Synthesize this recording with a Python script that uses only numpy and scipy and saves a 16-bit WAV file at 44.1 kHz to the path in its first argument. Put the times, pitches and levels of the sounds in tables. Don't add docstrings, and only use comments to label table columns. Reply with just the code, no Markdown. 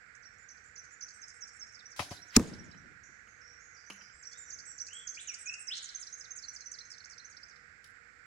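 import sys
import numpy as np
from scipy import signal
from scipy.fft import rfft, irfft, next_fast_len
from scipy.io import wavfile
from scipy.ndimage import uniform_filter1d, map_coordinates

SR = 44100
rng = np.random.default_rng(int(sys.argv[2]) if len(sys.argv) > 2 else 0)


def put_to_file(sound):
    columns = np.atleast_2d(sound).T
    safe = np.clip(columns, -1, 1)
    whole_steps = np.round(safe * 32767)
    wavfile.write(sys.argv[1], SR, whole_steps.astype(np.int16))


N = 364250

# start in seconds, clack in dB, hiss in dB.
BOW_CLACKS = [(1.9627, -56, -49), (1.9775, -56, -54.5), (1.9909, -41, -49.5), (1.9936, -26, -44.5),
              (2.0056, -38, -46.5), (2.108, -48, -49.5), (2.1157, -50, -53.5)]
# frequency in Hz, relative density in dB per Hz.
HISS_COLOUR = [(1500, -19), (3000, 0.5), (5500, 4.5), (8000, -5.5), (11200, -2.5), (12500, -19),
               (15500, -16.5)]
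# start in seconds, relative level in dB, T60 in seconds.
TIP_CRACKS = [(2.3638, -10.5, 0.011), (2.3652, -9, 0.0048), (2.3659, -4.5, 0.0063), (2.3675, -16.5, 0.016),
              (2.3957, -35.5, .014)]
# start in seconds, relative level in dB.
BOSS_BLOWS = [(2.366, 0.5), (2.396, -13)]


def from_db(db):
    return 10 ** (np.asarray(db) / 20)


def rms_one(x):
    return x / np.sqrt(np.mean(x ** 2) + 1e-20)


def at_hz(points, hz):
    f, value = np.transpose(points)
    return np.interp(np.log(np.maximum(hz, 1)), np.log(f), value)


def pan(left_db):
    return from_db(np.array([[left_db], [-left_db]]) / 2)


def add(out, start_s, sound):
    start = round(start_s * SR)
    out[..., start:start + sound.shape[-1]] += sound[..., :N - start]


def noise(spectrum, alike, size):
    fast = next_fast_len(size)
    alike = np.clip(alike, -1, 1)
    gain = from_db(at_hz(spectrum, np.fft.rfftfreq(fast, 1 / SR)))
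    white = rng.standard_normal((2, fast))
    mid, side = irfft(rfft(white) * gain, fast)[:, :size]
    return rms_one(np.sqrt(1 + alike) * mid + np.sqrt(1 - alike) * np.array([side, -side]))


def drift(rate_hz, size):
    steps = np.arange(size) / SR * rate_hz
    return np.interp(steps, np.arange(4096), rng.standard_normal(4096))


def burst(spectrum, t60_s, alike, attack_s=.00008):
    t = np.arange(SR // 2) / SR
    return noise(spectrum, alike, size=len(t)) * from_db(-60 * t / t60_s) * (1 - np.exp(-t / attack_s))


def ring(modes):
    t = np.arange(SR // 2) / SR
    out = np.zeros(len(t))
    for k, (hz, db, t60_s) in enumerate(modes):
        out += (-1) ** k * from_db(db - 60 * t / t60_s) * np.sin(2 * np.pi * hz * t)
    return out


def scatter(x, colour, decay, build_s, alike, patchy_db=0):
    t = np.arange(int(1.2 * SR)) / SR
    echo = 0
    edges_hz = 31 * 2. ** np.arange(10)
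    for low, high in zip(edges_hz, edges_hz[1:]):
        hz = np.sqrt(low * high)
        clumps = drift(4 * np.sqrt(hz), len(t))
        fall_db = patchy_db * clumps - 60 * t / at_hz(decay, hz)
        shape = from_db(fall_db) * (1 - np.exp(-t / build_s))
        octave = signal.butter(2, [low, high], "band", fs=SR, output="sos")
        band = signal.sosfilt(octave, noise([(1, 0), (SR, 0)], alike, size=len(t)))
        echo = echo + from_db(at_hz(colour, hz)) * band * shape / np.linalg.norm(shape)
    return signal.fftconvolve(x, echo, axes=1)[:, :N]


def bow():
    # frequency in Hz, relative density in dB per Hz.
    clack_colour = [(210, -31), (350, -12), (522, -9.5), (712, 0), (1180, -2.5), (1540, -12), (2100, -1),
                    (2260, -9.5), (2430, 1.5), (2650, -8.5), (5240, -24), (8670, -30), (10700, -21.5),
                    (12000, -36.5), (15600, -56), (22000, -120)]
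    # start in seconds, relative level in dB.
    string_slaps = [(1.9935, -37), (2.0035, -47.5), (2.0185, -41.5), (2.1092, -47.5), (2.1163, -43),
                    (2.1235, -54)]
    # frequency in Hz, relative level in dB, T60 in seconds.
    string_modes = [(575, -1.5, .045), (658, -3.5, 0.046), (719.5, 0.5, .055), (775, 1.5, 0.058),
                    (837, -6, .04), (920, -5.5, .04), (967, -1, .045), (1080, -7.5, 0.045),
                    (1150, -5, 0.038), (1248, -8.5, .04)]
    # start in seconds, relative level in dB.
    limb_thuds = [(1.9969, -32), (2.11, -34.5)]
    # frequency in Hz, relative level in dB, T60 in seconds.
    limb_modes = [(88, -2.5, .085), (134, 2, 0.035), (205, -5, 0.051), (280, -7.5, .05), (404, -9.5, .05)]
    out, body = np.zeros((2, 2, N))
    for start_s, clack_db, hiss_db in BOW_CLACKS:
        add(out, start_s, from_db(clack_db) * burst(clack_colour, t60_s=0.05, alike=.4) * pan(4.3))
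        add(out, start_s, from_db(hiss_db) * burst(HISS_COLOUR, t60_s=0.3, alike=0.18) * pan(-1.2))
    for start_s, db in string_slaps:
        add(body, start_s, from_db(db) * ring(string_modes) * pan(2.494))
    for start_s, db in limb_thuds:
        add(body, start_s, from_db(db) * ring(limb_modes))
    out = out + body
    near = scatter(out, [(200, -16), (1000, -13), (4500, -2.0), (12000, -15.5)],
                   [(200, 0.22), (5000, 0.1), (12000, 0.51)], build_s=0.0026, alike=0.19, patchy_db=1.0)
    trees = scatter(body, [(100, -18), (300, -9.5), (1000, -16)], [(100, .7), (1000, .65)],
                    build_s=.03, alike=.5)
    return out + near + trees


def arrow(near_s, falloff):
    leaves_bow_s, lands_s = BOW_CLACKS[3][0], TIP_CRACKS[0][0]
    to_go_s = np.arange(int((lands_s - leaves_bow_s) * SR))[::-1] / SR
    out = np.zeros((2, N))
    vane_colour = [(400, -7.0), (2000, 4.5), (6000, 0), (9000, -15.0), (15000, -16.0)]
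    vanes = noise(vane_colour, alike=.4, size=len(to_go_s))
    add(out, leaves_bow_s, from_db(-26.0) * vanes * (near_s / (near_s + to_go_s)) ** falloff)
    return out


def shove(width_s):
    u = np.arange(SR // 20) / SR / width_s - 3
    return -u * np.exp(-u ** 2 / 2)


def target():
    # frequency in Hz, relative density in dB per Hz.
    crack_colour = [(400, -22.5), (700, -10), (950, -1.5), (1260, -1.5), (1800, -2.5), (2600, -2.5),
                    (3200, -17.5), (3800, -8), (5200, -1.5), (6400, 2), (7400, 1), (9200, -12.5),
                    (11000, -5), (13200, -26.5), (16000, -23.5)]
    # frequency in Hz, relative level in dB, T60 in seconds.
    boss_modes = [(48, -41.5, 0.2), (76.5, -28, 0.16), (105, -26, 0.16), (180, -17.5, 0.072),
                  (228, -7.5, 0.063), (287.5, -13, 0.07), (399.8, -17.5, 0.05), (448.5, -22, 0.045),
                  (508, -30, 0.024), (820.4, -30.5, .035), (1240, -20, 0.025), (1590, -28.5, 0.022),
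                  (1820, -31.5, 0.037), (2570, -27.5, 0.019)]
    # frequency in Hz, relative density in dB per Hz.
    packing_colour = [(25, -7.5), (60, -1), (130, 5), (200, 4.5), (330, 5), (480, -7.5), (650, -11),
                      (1100, -16), (2000, -39.5)]
    # start in seconds, relative level in dB.
    stand_rattles = [(2.4002, -26.5), (2.452, -41.5), (2.488, -64)]
    # frequency in Hz, relative level in dB, T60 in seconds.
    stand_modes = [(307.6, -1.5, 0.072), (364.7, -6, 0.031), (439.5, 1.5, 0.049), (500, -5.5, 0.024)]
    out, crush = np.zeros((2, 2, N))
    for start_s, db, t60_s in TIP_CRACKS:
        add(out, start_s, from_db(db) * burst(crack_colour, t60_s, alike=0.2))
    for start_s, db in BOSS_BLOWS:
        add(out, start_s, from_db(db) * ring(boss_modes) * pan(.5))
        add(out, start_s, from_db(db - 25.0) * shove(width_s=0.0035))
        packing = burst(packing_colour, t60_s=0.2, alike=1.0, attack_s=0.0011)
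        add(crush, start_s, from_db(db - 24.5) * packing)
    for start_s, db in stand_rattles:
        add(out, start_s, from_db(db) * ring(stand_modes))
    return out + crush + forest_roll()


def forest_roll():
    # frequency in Hz, relative level in dB.
    roll_colour = [(45, 3), (90, 10.5), (175, 15.5), (350, 4.5), (700, -5), (1400, -7.5), (2800, -12.5),
                   (5600, -9.5), (11000, -22.5)]
    # frequency in Hz, T60 in seconds.
    roll_decay = [(50, 2.4), (170, 1.3), (350, .92), (700, 0.97), (1500, 1.2), (5000, 0.6), (11000, 0.44)]
    top_hz = 11400
    pulse = np.zeros((2, N))
    add(pulse, BOSS_BLOWS[0][0], np.ones(1))
    pulse = signal.sosfilt(signal.butter(8, top_hz, fs=SR, output="sos"), pulse + 1e-18)
    roll = scatter(pulse, roll_colour, roll_decay, build_s=.02, alike=0.37, patchy_db=1.5)
    return roll + far_echoes(pulse, smear_s=0.0094)


def far_echoes(x, smear_s):
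    # delay in seconds, relative level in dB.
    echo_delays = [(.083, 0.5), (0.146, 0), (.25, -17), (.315, -12.5), (.475, -13), (0.536, -14),
                   (.72, -19)]
    # frequency in Hz, relative level in dB.
    echo_colour = [(60, -4.5), (150, 0.5), (300, 2.5), (480, -13.5), (950, -21), (1500, -28), (4000, -33),
                   (9000, -54.5)]
    t = np.arange(SR // 8) / SR
    swell = t * np.exp(-t / smear_s)
    swell = swell / np.linalg.norm(swell)
    response = np.zeros((2, N))
    for delay_s, db in echo_delays:
        add(response, delay_s, from_db(db) * noise([(1, 0), (SR, 0)], alike=.6, size=len(t)) * swell)
    size = next_fast_len(N + SR)
    gain = from_db(at_hz(echo_colour, np.fft.rfftfreq(size, 1 / SR)))
    return irfft(rfft(x, size) * rfft(response, size) * gain, size)[:, :N]


def gear():
    # start in seconds, knock in dB, hiss in dB.
    gear_knocks = [(2.705, -60.5, -81), (2.744, -55, -82), (3.274, -58.5, -73), (3.9004, -40, -47),
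                   (3.904, -43, -69), (3.974, -62, -71), (4.02, -58, -65), (7.842, -87.5, -53)]
    # frequency in Hz, relative density in dB per Hz.
    knock_colour = [(76, -33.5), (130, -31), (234, -3), (308, -9), (420, -7), (646, -9.5), (1310, -7),
                    (1820, -12), (2990, -4), (3440, -47), (3810, -46), (6280, -21), (8000, -38),
                    (10400, -45), (17600, -120)]
    # frequency in Hz, relative level in dB, T60 in seconds.
    knock_modes = [(198.3, -15.5, 0.29), (1260, -2, 0.027), (2330, -8, .02), (3050, -7, 0.039)]
    # frequency in Hz, relative level in dB, T60 in seconds.
    bump_modes = [(66.9, 3, 0.16), (88, -6, 0.08)]
    bump_s, bump_db = 4.145, -59
    out, bump = np.zeros((2, 2, N))
    for start_s, knock_db, hiss_db in gear_knocks:
        knock = burst(knock_colour, t60_s=0.042, alike=0.56, attack_s=0.0011) + ring(knock_modes)
        add(out, start_s, from_db(knock_db) * knock)
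        add(out, start_s, from_db(hiss_db) * burst(HISS_COLOUR, t60_s=0.056, alike=0.089))
    add(bump, bump_s, from_db(bump_db) * ring(bump_modes))
    near = scatter(out, [(200, -11), (4000, -5), (11000, -3)], [(200, 0.21), (8000, 0.4)],
                   build_s=0.0036, alike=.2, patchy_db=13)
    return out + bump + near


def birds():
    # start and length in seconds, four pitches along the note in Hz,
    # relative level in dB.
    low_notes = [(4.3, 0.11, 3270, 3480, 3760, 3760, -68.5), (4.875, 0.17, 2460, 3106, 3360, 3435, -53),
                 (5.166, 0.049, 2070, 2760, 3506, 4530, -47.5), (5.272, 0.079, 3320, 2555, 2260, 2020, -50),
                 (5.452, 0.11, 2410, 2540, 2690, 2804, -45.5),
                 (5.683, 0.076, 2002, 2770, 3920, 5320, -44.5)]
    # start and length in seconds,
    # five pitches along the note in Hz, relative level in dB.
    far_notes = [(3.034, 0.013, 6990, 5660, 6960, 5870, 7020, -60.5),
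                 (3.275, 0.051, 6420, 6580, 6050, 6560, 6500, -69.5),
                 (3.404, 0.021, 6130, 5970, 5650, 5300, 5180, -64),
                 (3.428, 0.092, 5600, 5440, 5650, 5600, 5740, -67),
                 (3.592, 0.071, 6130, 6500, 6900, 6520, 6600, -66),
                 (3.729, 0.064, 6100, 5800, 5340, 4770, 5280, -64),
                 (3.86, 0.069, 5960, 6220, 6780, 6330, 7160, -64.5),
                 (3.97, 0.085, 6070, 5760, 5140, 4910, 5400, -64),
                 (4.121, 0.094, 7150, 7560, 8230, 7540, 7500, -68.5),
                 (4.45, 0.046, 6220, 6070, 5950, 5795, 5330, -60),
                 (4.655, .06, 6040, 5900, 5500, 5800, 5600, -61)]
    slurred, zigzag = slurred_song(), zigzag_song()
    low = slurs(low_notes, taper=0.5, waver=0.0052, flutter_db=6.0, throat_db=5.5) * from_db(-3.0)
    far = slurs(far_notes, taper=0.12, waver=0.0242, flutter_db=3.5, throat_db=-1.5) * pan(-8.0)

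    song = slurred + zigzag
    direct = place(song + near_echoes(song), left_db=-10.5, lead_s=.00047)
    direct = direct + place(low, left_db=0.0, lead_s=.00034)

    spread = (slurred * from_db(-5.0) + zigzag * from_db(-6.5)) * pan(-3.0)
    spread = spread + low * from_db(3.0) * pan(-.7)
    trees = scatter(spread, [(2800, -6.5), (5600, -0.5), (11000, 3.5)], [(2500, 0.54), (7000, 0.88)],
                    build_s=0.0013, alike=0.11, patchy_db=0.5)
    depths = scatter(far, [(4000, 5.2), (8000, 3.2)], [(4000, 0.75), (8000, 0.82)],
                     build_s=0.0024, alike=0.12)
    return direct + far * from_db(-1.0) + trees + depths


def slurred_song():
    # start and length in seconds, pitch in Hz, relative level in dB.
    dip_shape = [3.6, 2, -1.3, -5.6, -1, 1.4, 1.3, .7, -.5]
    dip_notes = [(0.2234, 0.056, 5340, -57.5), (0.4847, 0.039, 5690, -49), (0.7549, 0.046, 5670, -48.5),
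                 (1.0055, 0.036, 5690, -44), (4.2263, 0.055, 5530, -47), (4.498, 0.05, 5980, -43.5),
                 (4.7791, 0.045, 5660, -40.5), (5.0691, 0.043, 5930, -38)]
    hold_shape = [-5, -.6, 1, -.1, .7, -.2, .4, -.3, .1, -.3, -.2]
    hold_notes = [(0.3796, 0.063, 7000, -63.5), (0.637, 0.055, 7180, -61.5), (0.9058, 0.046, 6960, -58),
                  (4.371, 0.069, 7180, -51.5), (4.6508, 0.074, 7490, -50), (4.9274, 0.077, 7530, -50)]
    slide_shape = [1.4, 2.4, .3, -.3, -.6, -1]
    slide_notes = [(1.2133, 0.036, 5570, -49), (1.4057, 0.042, 5680, -47), (1.591, 0.049, 5630, -47.5),
                   (5.2722, 0.032, 5890, -39), (5.456, 0.046, 5740, -42), (5.6696, 0.032, 5420, -37.5)]
    arch_shape = [-2.2, -.3, .6, .5, -.4, -1.5]
    arch_notes = [(1.852, 0.025, 5710, -50), (2.2147, 0.026, 5580, -50.5), (2.5833, 0.023, 5600, -52),
                  (2.768, 0.035, 5790, -63.5), (5.9445, 0.024, 6170, -40.5), (6.1225, 0.028, 6200, -41),
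                  (6.303, 0.027, 6200, -41.5), (6.435, 0.021, 4400, -46), (6.479, 0.027, 5840, -43.5),
                  (6.6565, 0.023, 5950, -40), (6.804, 0.017, 4090, -49), (6.847, 0.025, 6240, -53),
                  (7.002, 0.0084, 4330, -49), (7.196, 0.016, 4110, -54)]
    # start and length in seconds,
    # five pitches along the note in Hz, relative level in dB.
    flourish_notes = [(7.038, 0.018, 3750, 4500, 5360, 6650, 8200, -46),
                      (7.057, 0.0032, 7850, 6800, 5900, 5050, 4200, -46),
                      (7.244, .026, 5590, 5950, 6300, 6530, 5250, -53.5),
                      (7.428, 0.017, 4014, 4800, 5170, 5620, 5800, -51.5)]
    out = whistles(dip_notes, dip_shape, taper=0.072, throat_db=38.0, swell_db=1)
    out += whistles(hold_notes, hold_shape, taper=0.11, throat_db=7.0)
    out += whistles(slide_notes, slide_shape, taper=.22, throat_db=17.5)
    out += hooks(taper=0.42, peak_db=9.5, rise_db=-7.0) * from_db(-5.5)
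    out += whistles(arch_notes, arch_shape, taper=0.56, throat_db=24.0)
    out += slurs(flourish_notes, taper=0.28, waver=0.0098, flutter_db=3.5, throat_db=27)
    return out * from_db(-2.0)


def zigzag_song():
    out = buzzes(sweep_hz=4780, narrowing=0.22, unsteady=.12, taper=0.52) * from_db(-2.5)
    out += ripples(sweep_hz=2720, lead_s=0.00808, sharpness=1.5, peak_dip_db=15.5, taper=0.27)
    out += cascades(peak_dip_db=10, break_db=7, taper=0.07)
    return out * from_db(-2.0)


def tone(hz, level_db, taper, waver, flutter_db):
    size = len(hz)
    phase = 2 * np.pi * np.cumsum(hz * (1 + waver * drift(350, size))) / SR
    swell = signal.windows.tukey(size, np.clip(taper, 0, 1))
    return np.sqrt(2) * from_db(level_db + flutter_db * drift(150, size)) * swell * np.sin(phase)


def slurs(notes, taper, waver, flutter_db, throat_db, swell_db=0):
    out = np.zeros(N)
    for start_s, length_s, *pitches_hz, db in notes:
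        along = np.linspace(0, len(pitches_hz) - 1, int(length_s * SR))
        hz = map_coordinates(np.array(pitches_hz, float), [along], order=3, mode="nearest")
        away_octaves = np.abs(np.log2(hz / np.median(hz)))
        level_db = db - throat_db * away_octaves + swell_db * (along / along[-1] - .5)
        add(out, start_s, tone(hz, level_db, taper, waver, flutter_db))
    return out


def whistles(notes, shape, taper, throat_db, swell_db=0):
    ratios = 2 ** (np.array(shape) / 12)
    sung = [(start_s, length_s, *(hz * ratios), db) for start_s, length_s, hz, db in notes]
    return slurs(sung, taper, waver=0.015, flutter_db=2.67, throat_db=throat_db, swell_db=swell_db)


def hooks(taper, peak_db, rise_db):
    # start and length in seconds, peak and tail in Hz, relative level in dB.
    hook_notes = [(1.788, 0.028, 5750, 3580, -55), (2.16, 0.051, 5430, 4100, -55.5),
                  (2.532, 0.017, 5800, 3690, -52), (2.709, 0.036, 5770, 4020, -57.5),
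                  (5.886, 0.024, 6000, 4050, -45), (6.066, 0.021, 6150, 3964, -45),
                  (6.24, 0.022, 6280, 3474, -49.5), (6.42, 0.018, 6460, 4000, -52.5),
                  (6.602, 0.027, 6560, 4190, -46), (6.784, 0.013, 6020, 3700, -46),
                  (6.978, 0.013, 6390, 3940, -53), (7.177, 0.013, 6240, 3820, -51),
                  (7.365, 0.014, 5810, 3705, -54), (7.555, 0.016, 5560, 3590, -61)]
    rise_s, fall_s, settle_s = .0065, .0065, .008
    start_share, knee_share = 0.42, .66
    out = np.zeros(N)
    corners_s = np.cumsum([0, rise_s, fall_s, settle_s])
    for start_s, length_s, peak_hz, tail_hz, db in hook_notes:
        t = np.arange(int(length_s * SR)) / SR
        corners_hz = [start_share * peak_hz, peak_hz, knee_share * peak_hz, tail_hz]
        hz = uniform_filter1d(np.interp(t, corners_s, corners_hz), size=90)
        level_db = db + np.interp(t, corners_s, [rise_db, peak_db, 0, 0])
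        add(out, start_s, tone(hz, level_db, taper, waver=0.01202, flutter_db=3.0))
    return out


def zigzag_shape(t, rate, sharpness):
    return (1 - np.abs(np.sin(np.pi * rate * t))) ** sharpness


def thinning_db(hz):
    bottom_hz, top_hz, fade_db_per_octave = 5050, 6770, 34.5
    above_octaves = np.maximum(np.log2(hz / top_hz), 0)
    below_octaves = np.maximum(np.log2(bottom_hz / hz), 0)
    return fade_db_per_octave * (above_octaves + below_octaves)


def buzzes(sweep_hz, narrowing, unsteady, taper):
    # start and length in seconds, base pitch in Hz, relative level in dB.
    buzz_notes = [(0.1416, 0.028, 5530, -57.5), (0.334, 0.021, 4750, -71), (0.566, 0.024, 4220, -60),
                  (0.834, 0.029, 4460, -57.5), (1.075, 0.053, 4330, -54.5), (1.271, 0.043, 5070, -51),
                  (1.469, 0.031, 4970, -53.5), (1.658, 0.047, 5160, -58.5), (4.307, 0.034, 4400, -47.5),
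                  (4.577, 0.034, 4560, -49), (4.86, 0.0341, 4300, -46), (5.138, 0.036, 4480, -45),
                  (5.335, 0.021, 4880, -44.5), (5.529, 0.025, 5080, -40.5), (5.7455, 0.052, 5100, -43)]
    mean_sweeps_per_s, first_peak_s = 81, .0056
    out = np.zeros(N)
    for start_s, length_s, base_hz, db in buzz_notes:
        t = np.arange(int(length_s * SR)) / SR
        uneven_s = np.cumsum(1 + unsteady * drift(80, len(t))) / SR
        cycles = mean_sweeps_per_s * (uneven_s - first_peak_s)
        saw = uniform_filter1d(np.abs(2 * (cycles % 1) - 1), size=60)
        hz = base_hz + sweep_hz * ((1 - narrowing * t / length_s) * saw - .08)
        add(out, start_s, tone(hz, db - thinning_db(hz), taper, waver=0.012, flutter_db=4.5))
    return out


def ripples(sweep_hz, lead_s, sharpness, peak_dip_db, taper):
    # start and length in seconds, trough in Hz,
    # sweeps per second, relative level in dB.
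    ripple_notes = [(1.135, 0.05, 7470, 110, -57.5), (1.337, 0.045, 7340, 60, -59.5),
                    (1.53, 0.05, 7180, 77, -58), (5.1986, 0.044, 7170, 65, -47.5),
                    (5.383, 0.054, 7730, 63, -49), (5.591, 0.041, 7540, 49, -44.5)]
    out = np.zeros(N)
    for start_s, length_s, trough_hz, rate, db in ripple_notes:
        t = np.arange(int(length_s * SR)) / SR
        flick = zigzag_shape(t - lead_s, rate, sharpness)
        hz = trough_hz + sweep_hz * flick
        add(out, start_s, tone(hz, db - peak_dip_db * flick, taper, waver=0.012, flutter_db=2.5))
    return out


def cascades(peak_dip_db, break_db, taper):
    # start and length in seconds, first and last peak in Hz,
    # first and last trough in Hz, sweeps per second, sharpness of the peaks, relative level in dB.
    cascade_notes = [(1.722, 0.045, 9800, 5940, 5920, 4390, 98, 1.9, -53.5),
                     (1.901, 0.037, 9800, 5930, 6440, 4160, 93, 2, -56.5),
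                     (2.091, 0.04, 9800, 5480, 6230, 4190, 113, 1.9, -52),
                     (2.267, 0.046, 9500, 5200, 7100, 4250, 78, 1.9, -59),
                     (2.47, 0.037, 9500, 5500, 6900, 4520, 85, 2, -56.5),
                     (2.637, 0.065, 9500, 5480, 6950, 4590, 68, 2, -64.5),
                     (5.823, 0.039, 10600, 6920, 6975, 5670, 64, 1.65, -43),
                     (5.9975, 0.044, 10800, 4840, 7060, 4520, 77, 2.1, -44),
                     (6.178, 0.044, 11000, 5180, 7360, 4550, 70, 2.2, -47),
                     (6.3583, 0.043, 10500, 5100, 7070, 4500, 76, 2.6, -44.5),
                     (6.5315, .044, 10200, 4680, 7100, 4030, 73, 1.8, -46),
                     (6.713, 0.045, 9500, 4700, 6150, 3860, 87, 1.5, -46),
                     (6.9, 0.054, 10300, 5100, 5440, 3820, 87, 1.4, -48.5),
                     (7.095, 0.05, 9700, 5030, 5770, 3900, 88, 1.4, -49.5),
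                     (7.295, 0.044, 9900, 4956, 6780, 3840, 76, 1.7, -54.5),
                     (7.48, 0.046, 9200, 5000, 6260, 3700, 78, 1.9, -58.5)]
    late_curve, stroke_skew = 1.5, 1.5
    out = np.zeros(N)
    for start_s, length_s, peak_a, peak_b, trough_a, trough_b, rate, sharpness, db in cascade_notes:
        t = np.arange(int(length_s * SR)) / SR
        late = (t / length_s) ** late_curve
        stroke = (t * rate) % 1
        flick = zigzag_shape(stroke ** stroke_skew, 0.99, sharpness)
        peak_hz = peak_a + (peak_b - peak_a) * late
        trough_hz = trough_a + (trough_b - trough_a) * late
        hz = trough_hz + (peak_hz - trough_hz) * flick
        rising = np.exp(-((stroke - .86) / .09) ** 2)
        level_db = db - .5 * thinning_db(hz) - peak_dip_db * flick - break_db * rising
        add(out, start_s, tone(hz, level_db, taper, waver=0.0076, flutter_db=4.0))
    return out


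def near_echoes(x):
    # delay in seconds, relative level in dB.
    reflections = [(.0031, -13), (.0074, -10.5), (0.0127, -13.5)]
    out = np.zeros(N)
    for delay_s, db in reflections:
        add(out, delay_s, from_db(db) * x)
    return out


def place(x, left_db, lead_s):
    left = map_coordinates(x, [np.arange(N) + lead_s * SR], order=3)
    return np.array([left, x]) * pan(left_db)


def bush():
    # frequency in Hz, relative density in dB per Hz.
    air_colour = [(20, -22.5), (45, 1), (90, 4), (170, -4), (280, -8), (390, -11), (560, -14.5), (800, -30),
                  (1200, -30.5), (2500, -52.5)]
    leaf_colour = [(300, 3), (800, 7), (1200, -3.5), (3000, 0.5), (5000, -7.5), (8000, -4.5), (9000, -14),
                   (11500, -16.5), (13000, -35.5), (16000, -35.5)]
    chorus_colour = [(550, -30), (780, -19.5), (950, -29), (1100, -18), (1280, -9.5), (1450, -0.5),
                     (1600, -1), (1720, -3), (1950, -3.5), (2300, -8), (2600, -18), (2950, -29),
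                     (4000, -60)]
    insect_colour = [(3000, -13), (4000, -8.5), (4500, -3), (5400, -3.5), (6000, -6.5), (6800, -5.5),
                     (7600, 0.5), (8300, -16.5), (9200, -45.5)]
    hum_colour = [(330, -60.5), (440, -19.5), (467, -12.5), (479, -2), (491, -7), (520, -22.5), (700, -69)]
    air = from_db(-72.5 + 1.2 * drift(6.1, N)) * noise(air_colour, alike=0.74, size=N)
    leaves = from_db(-76.0) * noise(leaf_colour, alike=.05, size=N)
    chorus = from_db(-63.0 + 0.75 * drift(14, N)) * noise(chorus_colour, alike=-0.24, size=N) * pan(-19.0)
    insects = from_db(-78.5) * noise(insect_colour, alike=.05, size=N) * pan(-17.5)
    hum = from_db(-79.5) * noise(hum_colour, alike=.5, size=N)
    return air + hum + leaves + chorus + insects


def scene():
    return bow() + arrow(near_s=0.01, falloff=2.43) + target() + gear() + birds() + bush()


def record(dry):
    cutoff_hz, clip_level = 15900, .8
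    low_pass = signal.ellip(10, .2, 90, cutoff_hz, fs=SR, output="sos")
    return signal.sosfilt(low_pass, np.clip(dry, -clip_level, clip_level))


dry = scene()
out = record(dry)
put_to_file(out)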